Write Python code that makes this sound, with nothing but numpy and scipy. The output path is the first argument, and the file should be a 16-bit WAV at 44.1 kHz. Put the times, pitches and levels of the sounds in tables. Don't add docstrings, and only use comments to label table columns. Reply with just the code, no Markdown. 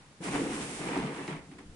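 import sys
import numpy as np
from scipy import signal
from scipy.fft import rfft, irfft, next_fast_len
from scipy.io import wavfile

SR = 44100
rng = np.random.default_rng(int(sys.argv[2]) if len(sys.argv) > 2 else 0)


def digitize_waveform(pressure):
    field = np.atleast_2d(pressure).T
    bounded = np.clip(field, -1, 1)
    quanta = np.round(bounded * 32767).astype(np.int16)
    wavfile.write(sys.argv[1], SR, quanta)


N = 77175

# time in seconds, drumming of the pool in dB, clacking and
# scuffing in dB against the drumming (before their trims), pitch the pool favours in Hz.
STIRRING = [(0.205, -36, -18, -37, 276), (0.213, -43, -14, -19, 289), (0.243, -40, -3.5, -4.5, 251),
            (0.285, -33, -3.5, -13.5, 261), (0.303, -39, -4.5, -8.5, 282), (0.351, -31, -2.5, -14.5, 342),
            (0.419, -31, -10.5, -17, 262), (0.487, -35.5, -6.5, -14, 300), (0.535, -38.5, -2.5, -7, 270),
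            (0.599, -36.5, -9, -10.5, 323), (0.621, -36.5, -5, -7.5, 298), (0.665, -39, -6.5, -8.5, 240),
            (0.745, -43, -8, -3.5, 280), (0.849, -36.5, -4, -12, 300), (0.871, -35.5, -3, -13, 277),
            (0.939, -34, -3, -18, 268), (0.975, -33.5, -1, -18.5, 295), (1.009, -31, -8.5, -22, 249),
            (1.035, -31, -8.5, -25, 230), (1.073, -37.5, -2.5, -18, 257), (1.095, -37.5, -5, -22.5, 308),
            (1.171, -43, 0, -12, 292), (1.207, -38, -4, -19.5, 302), (1.276, -44.5, -2, -11, 238),
            (1.281, -32, -8, -22, 217), (1.33, -43.5, 1.5, -16.5, 210), (1.369, -40, -7, -23.5, 206),
            (1.413, -47.5, -6.5, -31, 178), (1.447, -53.5, -5, -17, 190), (1.511, -51.5, -20, -24, 240),
            (1.515, -58.5, 5, -7, 264), (1.582, -49, -17, -36, 268), (1.586, -48, -1.5, -14, 273),
            (1.661, -56, -13, -33, 193), (1.679, -57, -33, -29, 191), (1.75, -54, -17, -17, 266)]
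# start in seconds, strength in dB, pitch the spot favours in Hz.
HEAVY_BUMPS = [(0.2061, -32.5, 300), (0.282, -24, 360), (0.343, -26, 320), (0.388, -31, 272),
               (0.423, -35, 177), (0.452, -22, 454), (0.494, -21.5, 357), (0.616, -32, 206),
               (0.857, -19, 285), (0.884, -23.5, 282), (0.964, -13.5, 284), (1.017, -14.5, 152),
               (1.044, -21.5, 163), (1.181, -23.5, 338), (1.276, -18.5, 164), (1.307, -19.5, 152.2),
               (1.345, -28.5, 152), (1.38, -28.5, 150), (1.481, -28, 183), (1.516, -31.5, 285),
               (1.548, -32, 277), (1.628, -35, 306), (1.658, -31.5, 179)]
# start in seconds, strength in dB, pitch in Hz,
# crack against ring in dB.
CLEAR_CLACKS = [(0.2607, -33, 1860, -3), (0.278, -33, 2070, -11), (0.3501, -30, 1460, -8),
                (0.4074, -36, 1940, 4), (0.8855, -32, 1880, -14), (0.9098, -37.5, 2170, -9),
                (1.0284, -34, 1350, 0), (1.1934, -34.5, 1740, -13), (1.2787, -33, 2900, 3),
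                (1.2808, -32, 2300, -5), (1.2924, -35, 2160, -14), (1.3097, -33, 1950, -8),
                (1.328, -32, 2420, -16), (1.3642, -33, 2280, -18), (1.3928, -40, 2050, -14),
                (1.514, -52, 2810, -6), (1.5848, -49, 2090, -4), (1.602, -51, 1460, -9),
                (1.711, -55, 2900, -5)]
# frequency in Hz, relative level in dB, seconds to die by 60 dB.
POOL_MODES = [(152.4, -6.5, 0.28), (190, -5, 0.12), (224.5, -11.5, 0.22), (285, 3, 0.072),
              (327.3, -10, 0.26), (368.7, 2.5, 0.055), (427, -3.5, 0.077), (437, -7.5, 0.18),
              (472.7, -5, 0.15), (521, -12, 0.45), (690, -0.5, 0.093), (781, -7, 0.072),
              (1017, -2.5, 0.053)]
# pitch of a ball in Hz, weight in dB.
HEAP_COLOUR = [(350, -34), (600, -4), (944, -1), (1030, -3.5), (1170, -6.5), (1600, -9.5), (2140, -6),
               (4000, -22.5), (6000, -29.5), (7800, -55), (13200, -120)]
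# frequency in Hz, relative level in dB.
SCUFF_COLOUR = [(1470, -0.5), (2500, -0.5), (4530, -7.5), (5590, -5), (6380, -5.5), (9150, -3),
                (10100, -4.5), (10500, -15), (13600, -64), (22000, -120)]
# frequency in Hz, relative level in dB.
ROOM_TONE_COLOUR = [(12, -52), (20, 13), (44, -48), (69, 1.5), (123, -3.5), (140, -0.5), (646, -13),
                    (1850, -15.5), (2820, -18.5), (6050, -21.5), (10800, -25), (14000, -83), (22000, -120)]
# time in seconds, level in dB.
RUMBLE_LEVEL = [(0.0, -90), (0.302, -74), (0.33, -52), (0.658, -76), (0.872, -58), (0.934, -83),
                (0.988, -49.5), (1.174, -79), (1.402, -61), (1.612, -98), (1.696, -52), (1.75, -58)]
# time in seconds, peak in dB, width in seconds.
STEPS = [(1.663, -41, 0.0013), (1.698, -40.5, 0.0022), (1.736, -53, 0.0024)]
# frequency in Hz, likeness from 0 to 1.
PORT_LIKENESS = [(60, .85), (130, .95), (260, .98), (400, .95), (600, .75), (1140, .36), (2200, .03),
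                 (3000, 0)]
# frequency in Hz, left minus right in dB.
PORT_BALANCE = [(100, 2.5), (330, -0.8), (600, 1), (1100, -1.5), (2000, -2.3), (4000, 4), (6000, 1.9),
                (8500, -7.5), (10400, -4)]

RING_CYCLES = 22
TIME = np.arange(N) / SR


def amp(db):
    return 10 ** (np.asarray(db) / 20)


def unit_rms(x):
    return x / np.sqrt(np.mean(x ** 2) + 1e-20)


def curves(rows):
    times, *columns = np.transpose(rows)
    return [np.interp(TIME, times, column) for column in columns]


def at_hz(points, hz):
    freqs, values = np.transpose(points)
    return np.interp(np.log(np.maximum(hz, 1)), np.log(np.maximum(freqs, 1)), values)


def colour(x, gain_of_hz):
    n = next_fast_len(N + SR // 2)
    return irfft(rfft(x, n) * gain_of_hz(np.arange(n // 2 + 1) * SR / n), n)[..., :N]


def contacts(per_s, spread_db):
    size = amp(spread_db * np.minimum(rng.exponential(1, (2, N)), 4))
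    return size * rng.choice([-1, 1], (2, N)) * (rng.random((2, N)) < per_s / SR)


def ring(clicks, hz, t60):
    r, w = amp(-60 / (t60 * SR)), 2 * np.pi * hz / SR
    return signal.lfilter([0, np.sin(w)], [1, -2 * r * np.cos(w), r * r], clicks + 1e-18)


def diffuse(pair):
    mid = colour(pair[0], lambda hz: np.sqrt((1 + at_hz(PORT_LIKENESS, hz)) / 2))
    side = colour(pair[1], lambda hz: np.sqrt((1 - at_hz(PORT_LIKENESS, hz)) / 2))
    return np.array([mid + side, mid - side])


def background(tone_db=-57):
    tone = colour(rng.standard_normal((2, N)), lambda hz: amp(at_hz(ROOM_TONE_COLOUR, hz)))
    low_band = signal.butter(2, [22, 70], "band", fs=SR, output="sos")
    rumble = signal.sosfilt(low_band, rng.standard_normal((2, N)))
    rumble_db, = curves(RUMBLE_LEVEL)
    return amp(tone_db) * unit_rms(diffuse(tone)) + amp(rumble_db) * unit_rms(diffuse(rumble))


def room(x, t60=0.22, build_s=0.0085):
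    tail = diffuse(rng.standard_normal((2, N))) * amp(-60 * TIME / t60) * np.clip(TIME / build_s, 0, 1)
    tail = tail[:, :SR // 2] / np.sqrt(np.sum(tail ** 2) / 2)
    return signal.fftconvolve(x[None], tail, axes=1)[:, :N]


def footfalls():
    return sum(-amp(db) * np.exp(-((TIME - s) / width) ** 2) for s, db, width in STEPS)


def scuffing(scuff_db, trim_db=4.5):
    ticks = colour(contacts(per_s=9900, spread_db=2.5), lambda hz: amp(at_hz(SCUFF_COLOUR, hz)))
    return amp(scuff_db + trim_db) * unit_rms(diffuse(ticks))


def heap_clatter(level):
    pitches = np.geomspace(600, 6000, 40)
    dealt = rng.integers(0, len(pitches), (2, N))
    touches = contacts(per_s=8000, spread_db=2)
    shells = sum(amp(at_hz(HEAP_COLOUR, hz)) * hz * ring(touches * (dealt == k), hz, RING_CYCLES / hz)
                 for k, hz in enumerate(pitches))
    low_cut = signal.butter(2, 500, "high", fs=SR, output="sos")
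    return level * unit_rms(signal.sosfilt(low_cut, shells))


def ball_clacks(upper_ratio=1.27, upper_db=-11, rise_s=0.0004, crack_t60=0.005, trim_db=-1):
    out, t = np.zeros(N), TIME[:SR // 20]
    white = 2 * rng.standard_normal((len(CLEAR_CLACKS), len(t)))
    dulled = signal.lfilter(*signal.butter(2, 3600, fs=SR), white)
    for (start, db, hz, crack_db), noise in zip(CLEAR_CLACKS, dulled):
        shell = np.sin(2 * np.pi * hz * t) + amp(upper_db) * np.sin(2 * np.pi * hz * upper_ratio * t)
        envelope = (1 - np.exp(-t / rise_s)) * amp(-60 * t * hz / RING_CYCLES)
        crack = amp(crack_db - 60 * t / crack_t60) * noise
        i = int(start * SR)
        out[i:i + len(t)] += amp(db + trim_db) * (shell * envelope + crack)[:N - i]
    return out


def favour(hz, favoured_hz, db_per_octave):
    return -db_per_octave * np.abs(np.log2(hz / favoured_hz))


def pool_wall(x, rise_s=0.00023, radiates_from_hz=131):
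    soft = np.exp(-1 / (rise_s * SR))
    low_cut = signal.butter(6, radiates_from_hz, "high", fs=SR, output="sos")
    return signal.sosfilt(low_cut, signal.lfilter([1 - soft], [1, -soft], x))


def pool_drumming(drum_db, favoured_hz, swell_s=0.0063, bump_trim_db=-14.5):
    starts, bump_db, spot_hz = np.transpose(HEAVY_BUMPS)
    scatter_db = rng.normal(0, 0.69, (len(starts), len(POOL_MODES)))
    touches = contacts(per_s=900, spread_db=2) * amp(drum_db)
    shower = bumps = 0
    for k, (hz, mode_db, t60) in enumerate(POOL_MODES):
        taps = touches * amp(mode_db + favour(hz, favoured_hz, db_per_octave=10.5))
        shower += ring(taps * rng.normal(1, 0.65, (2, N)), hz, t60)
        hit_db = bump_db + mode_db + scatter_db[:, k] + favour(hz, spot_hz, db_per_octave=23)
        hits = np.zeros(N)
        hits[(starts * SR).astype(int)] = amp(hit_db + bump_trim_db)
        push = ring(hits, hz, 3 * swell_s) * 7 / (swell_s * SR)
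        bumps += (-1) ** k * ring(push, hz, t60)
    shower /= np.sqrt(np.mean((shower / amp(drum_db)) ** 2))
    return pool_wall(shower), pool_wall(bumps)


def scene(start_s=0.2036, rise_s=0.0067, heap_trim_db=-1, right_lag_samples=5):
    drum_db, clatter_db, scuff_db, favoured_hz = curves(STIRRING)
    shower, bumps = pool_drumming(drum_db, favoured_hz)
    clacks = ball_clacks()
    reflections = room(amp(-10) * bumps + amp(-7) * clacks)
    moving = np.clip((TIME - start_s) / rise_s, 0, 1)
    settling = amp(-59.5 - 78 * TIME)
    clatter = heap_clatter(moving * amp(drum_db + clatter_db + heap_trim_db) + settling)
    spread = diffuse(moving * shower + clatter) + moving * scuffing(drum_db + scuff_db)
    left, right = bumps + reflections + spread
    right = np.interp(np.arange(N) - right_lag_samples, np.arange(N), right)
    return np.array([left, right]) + clacks + footfalls() + background()


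def record(dry, cutoff_hz=10650):
    ports = colour(dry, lambda hz: amp(at_hz(PORT_BALANCE, hz) * np.array([[.5], [-.5]])))
    return signal.sosfilt(signal.ellip(12, .5, 75, cutoff_hz, fs=SR, output="sos"), ports)


dry = scene()
out = record(dry)
digitize_waveform(out)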